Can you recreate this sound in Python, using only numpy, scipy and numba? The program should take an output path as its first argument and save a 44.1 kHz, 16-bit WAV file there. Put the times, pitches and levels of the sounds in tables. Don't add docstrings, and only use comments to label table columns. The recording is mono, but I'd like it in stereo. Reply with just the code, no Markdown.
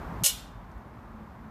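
import sys
import numpy as np
from scipy import signal
from scipy.fft import rfft, irfft
from scipy.io import wavfile
from numba import njit

SR = 44100
rng = np.random.default_rng(int(sys.argv[2]) if len(sys.argv) > 2 else 0)


def generate_wav(signal):
    frames = np.transpose(np.atleast_2d(signal))
    scaled = np.clip(frames, -1, 1) * 32767
    pcm = np.round(scaled).astype(np.int16)
    wavfile.write(sys.argv[1], SR, pcm)


N = 66150
YARD_DELAY_S = .008


def undb(db):
    return 10 ** (np.asarray(db) / 20)


def unit(x):
    return x / np.sqrt(np.mean(x ** 2))


def pan(db):
    return undb(np.array([[db], [-db]]) / 2)


def gain_at(hz, points):
    f, db = np.array(points).T
    return undb(np.interp(np.log(hz + 1), np.log(f), db))


def bins():
    return np.arange(N // 2 + 1) * SR / N


def noise(gain):
    return unit(irfft(rfft(rng.standard_normal(N)) * gain, N))


def wide_noise(gain):
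    return np.array([noise(gain), noise(gain)])


def bell(hz, octaves):
    return np.exp(-.5 * (np.log2((bins() + 1) / hz) / octaves) ** 2)


def fade(start, tau):
    age = np.arange(N) / SR - start
    return (age >= 0) * np.exp(-np.maximum(age, 0) / tau)


@njit
def follow(x, attack_s, release_s):
    out, level = np.empty(len(x)), 0.
    for i in range(len(x)):
        level += (x[i] - level) / (SR * (attack_s if x[i] > level else release_s))
        out[i] = level
    return out


def traffic():
    # frequency in Hz, relative level of the wash in dB.
    spectrum = [(60, -6), (150, -3.5), (240, 2.5), (330, -2), (450, -7), (620, -4), (1050, -2.5),
                (1500, -9.5), (2100, -17.5), (2900, -26.5), (5400, -35), (10000, -42), (13000, -38),
                (14500, -37)]
    # time in seconds, level of the drone in dB.
    swell = [(0, -53), (.9, -52.5), (1.08, -46), (1.17, -41), (1.3, -48.5), (1.45, -45.5)]
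    hz, t = bins(), np.arange(N) / SR
    bass_cut_hz, wide_above_hz = 60, 627
    colour = gain_at(hz, spectrum) * hz / (hz + bass_cut_hz)
    mid, side = rfft(rng.standard_normal((2, N)))
    side = side * hz / np.hypot(hz, wide_above_hz)
    wash = unit(irfft(np.array([mid + side, mid - side]) * colour, N))
    drone = noise(bell(hz=221.7, octaves=.13)) * undb(np.interp(t, *np.array(swell).T))
    return undb(-40) * wash * pan(-3.5) + drone * pan(-3)


def wind():
    # frequency in Hz, relative level of the rumble in dB.
    spectrum = [(20, -25), (33, -21.5), (47, 6.5), (75, -3.5), (120, -5), (185, -6), (280, -16.5),
                (500, -21.5)]
    hz, top_hz = bins(), 500
    return undb(-39) * noise(gain_at(hz, spectrum) * (hz < top_hz)) * pan(-3)


def footfalls():
    # start in seconds, relative level in dB, centre of the thud in Hz.
    steps = [(0.058, -36, 53), (.208, -33.5, 123), (0.552, -32, 60.2), (0.742, -35, 60),
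             (0.959, -34.5, 71.2)]
    decay_s, out = .025, 0
    for start, db, hz in steps:
        envelope = fade(start, decay_s) - fade(start, decay_s / 5)
        out += 2 * undb(db) * noise(bell(hz, octaves=.6)) * envelope
    return out * pan(-2)


def gear_ticks():
    # start in seconds, level in dB, centre of the tick in Hz.
    ticks = [(0.642, -54, 3200), (0.7154, -53, 4970), (0.778, -60, 7000)]
    out = 0
    for start, db, hz in ticks:
        out += undb(db) * wide_noise(bell(hz, octaves=.72)) * fade(start, tau=.0061)
    return out * pan(-2)


def chatter_envelope(t60):
    # time of the contact in seconds, relative strength in dB.
    contacts = [(0.2361, -20.5), (0.2418, -11), (0.2475, -11), (0.2504, -8.5), (0.259, -11.5), (0.2614, 1)]
    slide_s = .0024
    blows = np.zeros(N)
    for start, db in contacts:
        blows[int(start * SR)] += undb(db) ** 2
    slide = np.exp(-1 / (slide_s * SR))
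    power = signal.lfilter([1 - slide], [1, -slide], blows + 1e-18)
    retained = np.exp(-2 * np.log(1000) / (t60 * SR))
    energy = signal.lfilter([1], [1, -retained], power)
    return np.sqrt(energy)


def yard_tail(clusters):
    # frequency in Hz, relative level of the scattered sound in dB.
    spectrum = [(1000, -10.5), (2200, -9.5), (3000, 0), (4500, -2), (6000, -1), (8500, 0), (11000, -6.5),
                (14500, 1.5)]
    centres_hz = np.geomspace(1200, 13000, 9)
    weights = np.sqrt(centres_hz) * gain_at(centres_hz, spectrum)
    tail = 0
    for hz, weight in zip(centres_hz, weights / np.linalg.norm(weights)):
        band = wide_noise(clusters * bell(hz, octaves=.25))
        tail += weight * band * chatter_envelope(t60=.51 * (hz / 3000) ** -.34)
    return undb(-21) * np.roll(tail, int(YARD_DELAY_S * SR), axis=1)


def wall_echo(tones):
    t60_s = .19
    response = rng.standard_normal((2, N)) * fade(YARD_DELAY_S, t60_s / np.log(1000))
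    response /= np.linalg.norm(response[0])
    return undb(-14) * signal.fftconvolve(tones, response, axes=1)[:, :N]


def mode_clusters(spacing_hz=45, spread_db=4):
    spots = np.arange(0, SR / 2, spacing_hz)
    return undb(spread_db * np.interp(bins(), spots, rng.standard_normal(len(spots))))


def crash(clusters):
    # frequency in Hz, relative level of the dense modes in dB.
    spectrum = [(1300, -45.5), (1900, -9.5), (2400, -12), (2800, 4), (3400, -4.5), (4100, -0.5),
                (4600, -4.5), (5500, 0), (6700, 5), (7200, -0.5), (8000, 2), (10000, -0.5), (14500, -4)]
    lowest_hz, centred_hz, pan_db_per_octave = 1300, 5040, 3
    hz = bins()
    lean = undb(pan_db_per_octave * np.log2((hz + 1) / centred_hz) / 2)
    colour = clusters * gain_at(hz, spectrum) * (hz > lowest_hz) * np.array([lean, 1 / lean])
    dense_modes = unit(irfft(rfft(rng.standard_normal((2, N))) * colour, N))
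    return undb(9.5) * dense_modes * chatter_envelope(t60=.065)


def ring(modes):
    t, out = np.arange(N) / SR, 0
    for hz, db, t60, pan_db in modes:
        phase = rng.uniform(0, 2 * np.pi) + rng.standard_normal((2, 1)) / 2
        out += undb(db) * pan(pan_db) * chatter_envelope(t60) * np.sin(2 * np.pi * hz * t + phase)
    return out


def sword_clash():
    # pitch in Hz, relative level in dB, t60 in seconds, left minus right in dB.
    striking_blade = [(2929, -16, .12, -12), (2948, -23, .12, -8), (3605, -18, .08, -5),
                      (3908, -20, .09, -4), (4170, -17, .11, 0), (4215, -19, .11, -9), (5110, -11, .08, -2),
                      (5372, -18, .08, 2), (6362, -19, .1, 9), (6819, -13, .09, -4), (7579, -18, .08, 6),
                      (8105, -13, .09, 7), (9764, -17, .09, 4), (10971, -15, .06, 9), (12616, -12, .06, 7)]
    parrying_blade = [(2990, -29, .26, 2), (3224, -32, .42, 4), (3289, -40, .4, -7), (3549, -32, .4, -7),
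                      (3588, -32, .52, -4), (3755, -40, .42, -7), (4099, -36, .36, -3), (5745, -31, .27, 5),
                      (6325, -36, .24, 2), (7785, -34, .25, 5), (8055, -32, .24, 6), (8530, -35, .2, 2),
                      (10810, -35, .18, 4), (12853, -29, .16, 7)]
    bending_modes = [(521.8, -28.5, 0.073, -1.5), (595.4, -20.5, 0.022, 2), (833, -31.5, .07, -10.5),
                     (1085, -29.5, 0.036, -10.5), (1425, -27.5, 0.05, -6), (1705, -34.5, 0.044, 4),
                     (1845, -29.5, 0.043, -17), (2250, -33.5, 0.12, -6.5)]
    tones = undb(2.5) * ring(striking_blade) + undb(-2) * ring(parrying_blade)
    tones += undb(7) * ring(bending_modes)
    echo = wall_echo(tones)
    clusters = mode_clusters()
    return tones + echo + crash(clusters) + yard_tail(clusters)


def scene():
    return sword_clash() + footfalls() + gear_ticks() + traffic() + wind()


def record(dry):
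    low_cut_hz, top_cut_hz = 38, 14600
    threshold_db, limit_slope = -12, .62
    duck_db, knee_db = -9, -20
    dry = signal.sosfilt(signal.butter(4, low_cut_hz, "high", fs=SR, output="sos"), dry)
    level = np.sqrt(np.mean(dry ** 2, axis=0))
    limit_drive = follow(level, attack_s=.001, release_s=.005) / undb(threshold_db)
    limiter = np.maximum(limit_drive, 1) ** -limit_slope
    duck_drive = (follow(level, attack_s=.0032, release_s=6) / undb(knee_db)) ** 2
    duck = undb(duck_db * duck_drive / (1 + duck_drive))
    top_cut = signal.ellip(10, .2, 70, top_cut_hz, fs=SR, output="sos")
    return signal.sosfilt(top_cut, dry * limiter * duck)


dry = scene()
out = record(dry)
generate_wav(out)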